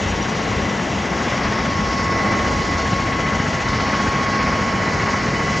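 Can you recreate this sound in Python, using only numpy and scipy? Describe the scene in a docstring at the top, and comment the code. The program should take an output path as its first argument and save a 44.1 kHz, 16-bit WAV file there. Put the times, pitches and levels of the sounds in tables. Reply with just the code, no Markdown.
"""Tiltrotor idling on an apron

Recorded in stereo on a hand-held phone from behind the perimeter fence, first turned away, then facing.
Rotors: low noise and short pulses at the blade rate. Turbines: coloured noise, rush and hiss, chopped
some fifteen times a second. Gearboxes, drive shaft and compressor: wavering sine tones.
The midrange and the whine open up as the phone turns, then swell and sink with the breeze."""
import sys
import numpy as np
from scipy import signal
from scipy.fft import rfft, irfft, next_fast_len
from scipy.io import wavfile
from scipy.ndimage import uniform_filter1d

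SR = 44100
rng = np.random.default_rng(int(sys.argv[2]) if len(sys.argv) > 2 else 0)


def to_wav(sig):
    """Store sig (one row per channel, or 1-D mono) as 16-bit WAV at the path in sys.argv[1].

    Samples outside -1..1 are clipped; the rate is SR.
    """
    pcm = np.clip(np.atleast_2d(sig), -1, 1) * 32767
    pcm = np.round(pcm).astype(np.int16)
    wavfile.write(sys.argv[1], SR, pcm.T)  # frames by channels


N = 246959
TIME_S = np.arange(N) / SR
FFT_SIZE = next_fast_len(N)
BIN_HZ = np.fft.rfftfreq(FFT_SIZE, 1 / SR)

BLADE_HZ = 14.88  # blade passes per second
GEAR_HZ, DRIVE_HZ = 1094.7, 996.0  # tooth-mesh rates of the main gear and the drive gear
TURN_START_S, TURN_END_S = 1.0, 2.24  # the phone turns towards the aircraft
FADES_PER_S = 4.84


def undb(db):
    """Decibels to gain."""
    return 10 ** (np.asarray(db) / 20)


def unit(x):
    """Scale to rms 1."""
    return x / np.sqrt(np.mean(x ** 2))


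def curves(table):
    """The columns of a table after start_s, each as one value per sample."""
    start_s, *columns = np.transpose(table)
    return [np.interp(TIME_S, start_s, column) for column in columns]


def humps(table):
    """Smooth rises and falls, one for each row of (centre_s, half_length_s, height)."""
    return sum(height * np.exp(-((TIME_S - centre_s) / half_s) ** 2) for centre_s, half_s, height in table)


def bin_gains(points):
    """Gain at each frequency bin, from (pitch_hz, level_db) points joined on a log axis."""
    hz, db = np.transpose(points)
    return undb(np.interp(np.log(BIN_HZ + 1), np.log(hz), db))


def colour(x, gains):
    """Filter by a gain per frequency bin."""
    return irfft(rfft(x, FFT_SIZE) * gains, FFT_SIZE)[:N]


def walk(rate):
    """Random levels held 1 / rate s, smoothed twice, cut to length and scaled to rms 1."""
    hold = int(SR / rate)
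    steps = np.repeat(rng.standard_normal(N // hold + 2), hold)
    smooth = uniform_filter1d(uniform_filter1d(steps, hold), hold)
    return unit(smooth[:N])


def turbulence(points, flicker_db, flicker_rate, count=9):
    """Coloured noise whose octaves each flicker as eddies come and go."""
    octave = np.log2(np.clip(BIN_HZ / 40, 1, 2 ** (count - 1)))  # octaves above 40 Hz
    gains, out = bin_gains(points), 0
    for k in range(count):
        share = np.sqrt(np.clip(1 - abs(octave - k), 0, 1))
        band = colour(rng.standard_normal(N), gains * share)
        out = out + band * undb(flicker_db * walk(flicker_rate))
    return unit(out)


# How hard the blades chop the sound on its way to the fence.
# Columns: start_s, strength (1 = usual), rush_lag (blade passes), hiss_lag (blade passes)
BLADE_CHOP = [(0, .6, 1.03, 0.36), (1.0, 0.32, 0.79, .5), (1.7, 0.8, 0.76, 0.67), (2.2, 0.52, 0.75, 0.55),
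              (2.8, 0.7, 0.67, .85), (3.8, 0.99, 0.7, 0.85), (4.5, 0.5, 0.62, 1.05), (5.0, 0.5, 0.63, 1.04),
              (5.6, 0.77, 0.57, 0.9)]


def swish(blade, depth_db, lag, edge=0.57):
    """Gain that swells once per passing blade, lopsided in time, its depth scaled by the chop strength."""
    angle = 2 * np.pi * (blade - lag)
    shape = np.cos(angle) - edge * np.sin(2 * angle)
    return unit(undb(depth_db * curves(BLADE_CHOP)[0] * shape))


def tone(hz, scatter, scatter_rate, wander_hz):
    """A steady tone plus a share scattered by the hot, swirling air, which makes it flutter."""
    phase = 2 * np.pi * np.cumsum(hz + wander_hz * walk(2.01)) / SR
    in_step = (1 + scatter * walk(scatter_rate)) * np.sin(phase)
    return unit(in_step + scatter * walk(scatter_rate) * np.cos(phase))


def turned_away():
    """1 while the phone points away from the aircraft, 0 once it faces it."""
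    return np.interp(TIME_S, [TURN_START_S, TURN_END_S], [1, 0])


# The breeze carries the sound over to the fence, or holds it back.
# Columns: centre_s, half_length_s, strength (1 = full swell)
BREEZE_SWELLS = [(2.42, 0.3, 0.98), (3.62, 0.22, -0.55), (4.03, 0.4, -0.23), (5.23, .12, -0.2),
                 (5.43, 0.08, 0.69)]


def heard_db(source):
    """Level from (faced_db, away_change_db, full_swell_lift_db, random_fading_db)."""
    faced_db, away_db, swell_db, fade_db = source
    turn_and_swell_db = away_db * turned_away() + swell_db * humps(BREEZE_SWELLS)
    return faced_db + turn_and_swell_db + fade_db * walk(FADES_PER_S)


# Weak wavering tones: the drive gear's fundamental, and what may be a second gearbox.
# Columns: pitch_hz, level_db (at the median level of the rush)
WEAK_TONES = [(996, -43.5), (1009.5, -46), (1114.3, -42), (2226, -49), (4320, -56.5)]


def shaft_hum_and_weak_tones(rush_db):
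    """A low drive-shaft hum and weak wavering tones that come forward with the engines' rush."""
    hum = tone(14 * BLADE_HZ, scatter=.12, scatter_rate=8, wander_hz=.15)
    tones = sum(undb(db) * tone(hz, scatter=0.32, scatter_rate=33, wander_hz=0.914)
                for hz, db in WEAK_TONES)
    return (hum * undb(-35) + tones) * undb(rush_db - np.median(rush_db))


# Compressor level. Values: faced_db, away_change_db, full_swell_lift_db, random_fading_db
COMPRESSOR_LEVEL = (-48, -8, 0, 1)
# Its whistle comes forward around the turn. Columns: centre_s, half_length_s, lift_db
COMPRESSOR_BEAM = [(1.3, .2, 9), (1.95, .28, 7)]


def compressor_whistle():
    """The compressor's thin whistle, a single high tone that flutters in the swirling air."""
    whistle = tone(5415.7, scatter=.3, scatter_rate=31, wander_hz=2.11)
    return whistle * undb(heard_db(COMPRESSOR_LEVEL) + humps(COMPRESSOR_BEAM))


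# Colour of the blades' whistle. Columns: pitch_hz, level_db (per Hz)
WHISTLE_COLOUR = [(5200, -34), (5650, 4), (5800, 3), (6050, -5), (6350, -35)]


def blade_whistle(blade, start_db=-41.5, fade_db_per_s=5.5):
    """A narrow band of breathy noise that swells with each passing blade and fades away steadily."""
    air = turbulence(WHISTLE_COLOUR, flicker_db=2.5, flicker_rate=30)
    puffs = air * swish(blade, depth_db=13, lag=0.43, edge=0.33)
    return puffs * undb(start_db - fade_db_per_s * TIME_S)


def turbine_hiss(blade, points):
    """Fine hiss of the engines; each blade's wake ruffles it a little differently."""
    air = turbulence(points, flicker_db=1.6, flicker_rate=60)
    uneven_blade = blade + 0.11 * walk(9.6)
    return air * swish(uneven_blade, depth_db=1.47, lag=curves(BLADE_CHOP)[2])


# Hiss that reaches the phone only side-on, before the turn is over. Columns: pitch_hz, level_db (per Hz)
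SIDELONG_COLOUR = [(1800, -21), (2500, 2), (3050, 2), (3700, -11), (6300, -26), (7400, -11), (8500, -39)]


def sidelong_hiss(blade):
    """Turbine hiss that dies out as the phone turns to the aircraft."""
    return turbine_hiss(blade, SIDELONG_COLOUR) * undb(-39) * turned_away()


# Colours of the hiss and the intake. Columns: pitch_hz, level_db (per Hz)
HISS_COLOUR = [(1500, -30), (2700, 6), (3400, 5), (4300, -3.5), (5200, -2.5), (5800, 3.5), (6200, 1),
               (6700, 3), (7450, -8), (8200, -13.5), (9500, -29), (11500, -36), (14000, -50)]
INTAKE_COLOUR = [(2000, -38), (3400, -5), (4100, 0), (4900, 3), (5400, 1.5), (6200, -5.5), (8000, -54)]
# Their levels. Values: faced_db, away_change_db, full_swell_lift_db, random_fading_db
HISS_LEVEL = (-35.5, -0.5, 0, 1.1)
INTAKE_LEVEL = (-37.5, -1, -1, -1.45)
# The hiss flares and sinks more quickly than the breeze. Columns: centre_s, half_length_s, lift_db
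HISS_FLARES = [(1.29, 0.061, 2.5), (2.53, .14, 0.5), (3.12, 0.34, -1.3), (3.87, 0.13, 1),
               (4.97, 0.13, -0.5), (5.55, .07, 2)]


def hiss_and_intake(blade):
    """Two bands of turbine hiss, separately ruffled, that flare together."""
    flare_db = humps(HISS_FLARES)
    hiss = turbine_hiss(blade, HISS_COLOUR) * undb(heard_db(HISS_LEVEL) + flare_db)
    intake = turbine_hiss(blade, INTAKE_COLOUR) * undb(heard_db(INTAKE_LEVEL) + flare_db)
    return hiss + intake


# Overtones of the two gear meshes. Columns: multiple, level_db (against their gear's level)
GEAR_ORDERS = [(2, -8.5)]
DRIVE_ORDERS = [(3, -9.5), (4, -16.5), (5, -18)]
# Those gears' levels. Values: faced_db, away_change_db, full_swell_lift_db, random_fading_db
GEAR_LEVEL = (-32.5, -7, 2, -1)
DRIVE_LEVEL = (-36, -5.5, 3.5, 0.5)
# The drive overtones sink back or come forward. Columns: centre_s, half_length_s, lift_db
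DRIVE_BEAM = [(1.9, 0.55, -6), (4.3, .5, 1.5), (5.5, .35, 1.5)]
# The loudest whine, the main gear's fundamental. Columns: start_s, level_db
GEAR_WHINE = [(0, -42), (.2, -36.5), (.6, -34.5), (.72, -38), (1.06, -40), (1.17, -35), (1.45, -33.5),
              (1.75, -29), (2.1, -26), (2.35, -25.5), (2.52, -30.5), (2.95, -26.5), (3.08, -28.5),
              (3.3, -27.5), (3.6, -33.5), (3.88, -27), (4.4, -26.3), (4.75, -27.5), (4.95, -31),
              (5.08, -26.5), (5.3, -33), (5.47, -29.5), (5.6, -29)]
# The whine at twice the drive gear's mesh rate. Columns: start_s, level_db
DRIVE_WHINE = [(0, -51), (.7, -36), (1.5, -50), (1.72, -38), (2.0, -34), (2.27, -28.5), (2.5, -39),
               (2.7, -31.5), (3.03, -47), (3.25, -34.5), (3.6, -33.5), (4.0, -37.5), (4.55, -40),
               (4.85, -32), (5.2, -36.5), (5.5, -32.5)]
# Its close neighbour, which beats against it. Columns: start_s, level_db
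NEIGHBOUR_WHINE = [(0, -36.5), (.7, -48), (1.45, -54), (1.75, -45), (2.05, -54), (2.3, -32), (2.6, -38),
                   (2.95, -48), (3.25, -31), (3.6, -49), (4.3, -47), (5.05, -53), (5.45, -37), (5.6, -33)]
# The main gear's upper overtones, a narrow beam that wanders across the phone.
# Columns: start_s, third_overtone_db, fourth_overtone_db (three and four times the mesh rate)
GEAR_BEAM = [(0, -57, -60), (1.1, -56, -62), (1.4, -50, -58), (2.0, -50.5, -55), (2.6, -53, -51),
             (3.0, -48, -49.5), (3.35, -47.5, -49), (3.6, -55, -50), (3.8, -45, -47), (4.2, -45.5, -45.5),
             (4.55, -51, -51), (5.05, -56, -55), (5.6, -49.5, -52)]


def main_gear(blade):
    """The main gear's tooth-mesh tone and overtones; the highest two wander in level on their own."""
    main = tone(GEAR_HZ, scatter=0.073, scatter_rate=27, wander_hz=0.27)
    main = main * swish(blade, depth_db=0.5, lag=0.44) * undb(curves(GEAR_WHINE)[0])
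    overtones = sum(undb(db) * tone(k * GEAR_HZ, scatter=0.11 * k, scatter_rate=37, wander_hz=0.302 * k)
                    for k, db in GEAR_ORDERS)
    third = tone(3 * GEAR_HZ, scatter=0.37, scatter_rate=38, wander_hz=0.635)
    fourth = tone(4 * GEAR_HZ, scatter=0.75, scatter_rate=45, wander_hz=2.13)
    third_db, fourth_db = curves(GEAR_BEAM)
    beam = third * undb(third_db) + fourth * undb(fourth_db)
    return main + overtones * undb(heard_db(GEAR_LEVEL)) + beam


def drive_gear(blade):
    """The drive gear's overtones, chopped by the blades, and a close pair of tones that beats."""
    second = tone(2 * DRIVE_HZ, scatter=0.23, scatter_rate=70, wander_hz=0.803)
    second = second * swish(blade, depth_db=0.5, lag=0.82)
    neighbour = tone(2019.5, scatter=0.26, scatter_rate=59, wander_hz=1.53)
    pair = second * undb(curves(DRIVE_WHINE)[0]) + neighbour * undb(curves(NEIGHBOUR_WHINE)[0])
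    overtones = sum(undb(db) * tone(k * DRIVE_HZ, scatter=0.21 * k, scatter_rate=45, wander_hz=0.45 * k)
                    for k, db in DRIVE_ORDERS)
    overtones = overtones * undb(heard_db(DRIVE_LEVEL) + humps(DRIVE_BEAM))
    return pair + overtones * swish(blade, depth_db=4.0, lag=0.89)


# The low part of the engines' roar. Columns: pitch_hz, level_db (per Hz)
ROAR_COLOUR = [(120, -5), (280, 0), (430, 3.5), (650, 2), (900, -1.5), (1300, -14.5), (2500, -42.5)]
# Its level. Values: faced_db, away_change_db, full_swell_lift_db, random_fading_db
ROAR_LEVEL = (-27.5, -0.04, 2.5, 0.64)


def exhaust_roar(blade):
    """The low roar of the engines, only lightly chopped and nearly as loud with the phone turned away."""
    air = turbulence(ROAR_COLOUR, flicker_db=-0.2, flicker_rate=23)
    # the negative depth dips where a positive one swells
    return air * swish(blade, depth_db=-0.3, lag=0.67) * undb(heard_db(ROAR_LEVEL))


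# The bright part of the engines' roar. Columns: pitch_hz, level_db (per Hz)
RUSH_COLOUR = [(200, -15), (450, -4), (800, 0.5), (1100, 0.5), (1350, 1), (1600, 0), (1900, 1.7), (2020, 2),
               (2110, 0.5), (2500, -6), (3200, -14.5), (4200, -17), (7000, -47), (12000, -70)]
# Its level. Values: faced_db, away_change_db, full_swell_lift_db, random_fading_db
RUSH_LEVEL = (-25, -3, 0.7, 1.3)


def exhaust_rush(blade, rush_db):
    """The bright roar of the engines, chopped by the blades."""
    air = turbulence(RUSH_COLOUR, flicker_db=.5, flicker_rate=44)
    return air * swish(blade, depth_db=2.5, lag=curves(BLADE_CHOP)[1]) * undb(rush_db)


# A reflection cancels a band that slides down as the phone turns. Columns: start_s, pitch_hz, depth_db
REFLECTION_NOTCH = [(0, 4900, 2.5), (1.0, 4540, 3), (1.6, 4300, 2.5), (2.1, 3480, 2.5), (2.7, 3430, 2),
                    (3.9, 3570, 1), (4.5, 3650, 3.5), (5.0, 3400, 4.5), (5.6, 3650, 4.5)]


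def sliding_notch(x, octaves=0.26, size=512):
    """Hollow out the band that the reflection cancels."""
    hz, s, frames = signal.stft(x, SR, nperseg=size)
    start_s, notch_hz, depth_db = np.transpose(REFLECTION_NOTCH)
    distance = np.log2((hz[:, None] + 1) / np.interp(s, start_s, notch_hz)) / octaves
    gain = undb(-np.interp(s, start_s, depth_db) * np.exp(-distance ** 2))
    return signal.istft(frames * gain, SR, nperseg=size)[1][:N]


# The two rotors, the second one stronger. Columns: lag (blade passes), strength
ROTORS = [(0.934, 0.66), (0.65, 0.87)]
# Colour of a thud. Columns: pitch_hz, level_db (per Hz)
THUD_COLOUR = [(25, -26.5), (55, -4), (100, 10), (220, 6), (320, 0.5), (700, -32), (3000, -100)]


def blade_thuds(jitter_s=0.0017, scatter_db=5.0):
    """Each blade of each rotor sends out one short pressure pulse, uneven in timing and strength."""
    pulses, passes = np.zeros(N), np.arange(int(BLADE_HZ * N / SR))
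    for lag, strength in ROTORS:
        late, size = rng.standard_normal((len(passes), 2)).T
        at = ((passes + lag) / BLADE_HZ + jitter_s * late) * SR
        pulses[np.clip(at, 0, N - 1).astype(int)] += strength * undb(scatter_db * size)
    thuds = colour(pulses, 1j * bin_gains(THUD_COLOUR))  # 1j: a quarter-cycle phase shift
    return unit(thuds) * undb(-33.5)


def rotor_wash(blade, points, slap_db, slap_width=0.08):
    """Low churning air; rotors take turns, each blade cutting the wake before it with an uneven thud."""
    slap = 0
    for lag, strength in ROTORS:
        passes_off = (blade - lag + .5) % 1 - .5
        slap = slap + strength * np.exp(-(passes_off / slap_width) ** 2)
    air = turbulence(points, flicker_db=0.1, flicker_rate=19)
    return unit(air * undb(slap_db * slap * (1 + 0.4 * walk(6.9))))


# The deepest downwash. Columns: pitch_hz, level_db (per Hz)
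SURGE_COLOUR = [(15, -35), (24, -26), (35, -9), (48, 1.5), (75, 4.5), (105, 4.5), (135, -8.5), (220, -26),
                (600, -59)]
# Its gusts. Columns: centre_s, half_length_s, lift_db (over its steady level)
DOWNWASH_GUSTS = [(.12, 0.08, 7), (.57, 0.09, 8), (1.0, .08, 1.5), (1.42, 0.057, 1.5), (1.95, 0.24, 4.5),
                  (2.66, 0.27, 5.5), (3.1, 0.084, 4.5), (3.35, 0.067, 5), (3.71, 0.095, 6.5),
                  (4.08, 0.048, 9.5)]


def downwash_surge(blade):
    """The deepest churning air, swelling in gusts."""
    surge_db = -32.5 + humps(DOWNWASH_GUSTS) + 1 * walk(FADES_PER_S)  # 1 dB of random fading
    return rotor_wash(blade, SURGE_COLOUR, slap_db=0.5) * undb(surge_db)


# The main rotor wash. Columns: pitch_hz, level_db (per Hz)
WASH_COLOUR = [(50, -40), (95, -6.5), (130, -0.7), (220, 1.5), (290, -3.5), (420, -13), (800, -30),
               (2000, -82)]
# Its level. 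Values: faced_db, away_change_db, full_swell_lift_db, random_fading_db
WASH_LEVEL = (-25.5, -1, 0.5, 0.4)


def main_wash(blade):
    """The body of the rotors' churning air, with the stronger slap of the blades."""
    return rotor_wash(blade, WASH_COLOUR, slap_db=2.5) * undb(heard_db(WASH_LEVEL))


def aircraft(blade):
    """All the sources together at their heard levels."""
    rush_db = heard_db(RUSH_LEVEL)
    tones = shaft_hum_and_weak_tones(rush_db) + compressor_whistle() + main_gear(blade) + drive_gear(blade)
    side_on = blade_whistle(blade) + sidelong_hiss(blade)
    engines = hiss_and_intake(blade) + exhaust_roar(blade) + exhaust_rush(blade, rush_db)
    rotors = blade_thuds() + downwash_surge(blade) + main_wash(blade)
    return tones + side_on + sliding_notch(engines) + rotors


# Scattered side sound against the direct mid sound. Columns: pitch_hz, level_db
STEREO_WIDTH = [(60, -29), (180, -23), (520, -16), (850, -11), (1100, -13), (1500, -7), (2100, -23.5),
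                (3000, -25), (4000, -60)]
# Full lean of the direct sound, left minus right. Columns: pitch_hz, level_db
LEFT_LEAN = [(60, .4), (300, .9), (400, 1.7), (680, .9), (820, 3.8), (980, 4.8), (1090, .5), (1420, 2.9),
             (2000, .6), (2800, 0)]


def scene():
    """The direct sound leans left, more so before the turn; sound scattered over the apron gives width."""
    blade = BLADE_HZ * TIME_S  # blade passes so far
    direct = aircraft(blade)
    scattered = colour(aircraft(blade), bin_gains(STEREO_WIDTH))  # fresh random draws
    ratio = bin_gains(LEFT_LEAN)
    lean_share = 0.87 + 1 * turned_away()  # share when facing, plus the extra when turned away
    lean = colour(direct, (ratio - 1) / (ratio + 1)) * lean_share
    return np.array([direct + lean + scattered, direct - lean - scattered])


def record(dry, low_cut_hz=25, top_hz=12200, ports_hz=7500, port_lag_s=.000278):
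    """The phone's left port gets the highest treble late; the deepest bass and the top are cut."""
    late_treble = np.exp(-2j * np.pi * BIN_HZ * port_lag_s * (BIN_HZ > ports_hz))
    left = colour(dry[0], late_treble)
    low_cut = signal.butter(3, low_cut_hz, "high", fs=SR, output="sos")
    top_cut = signal.ellip(8, .2, 70, top_hz, fs=SR, output="sos")
    return signal.sosfilt(top_cut, signal.sosfilt(low_cut, [left, dry[1]]))


dry = scene()
out = record(dry)
to_wav(out)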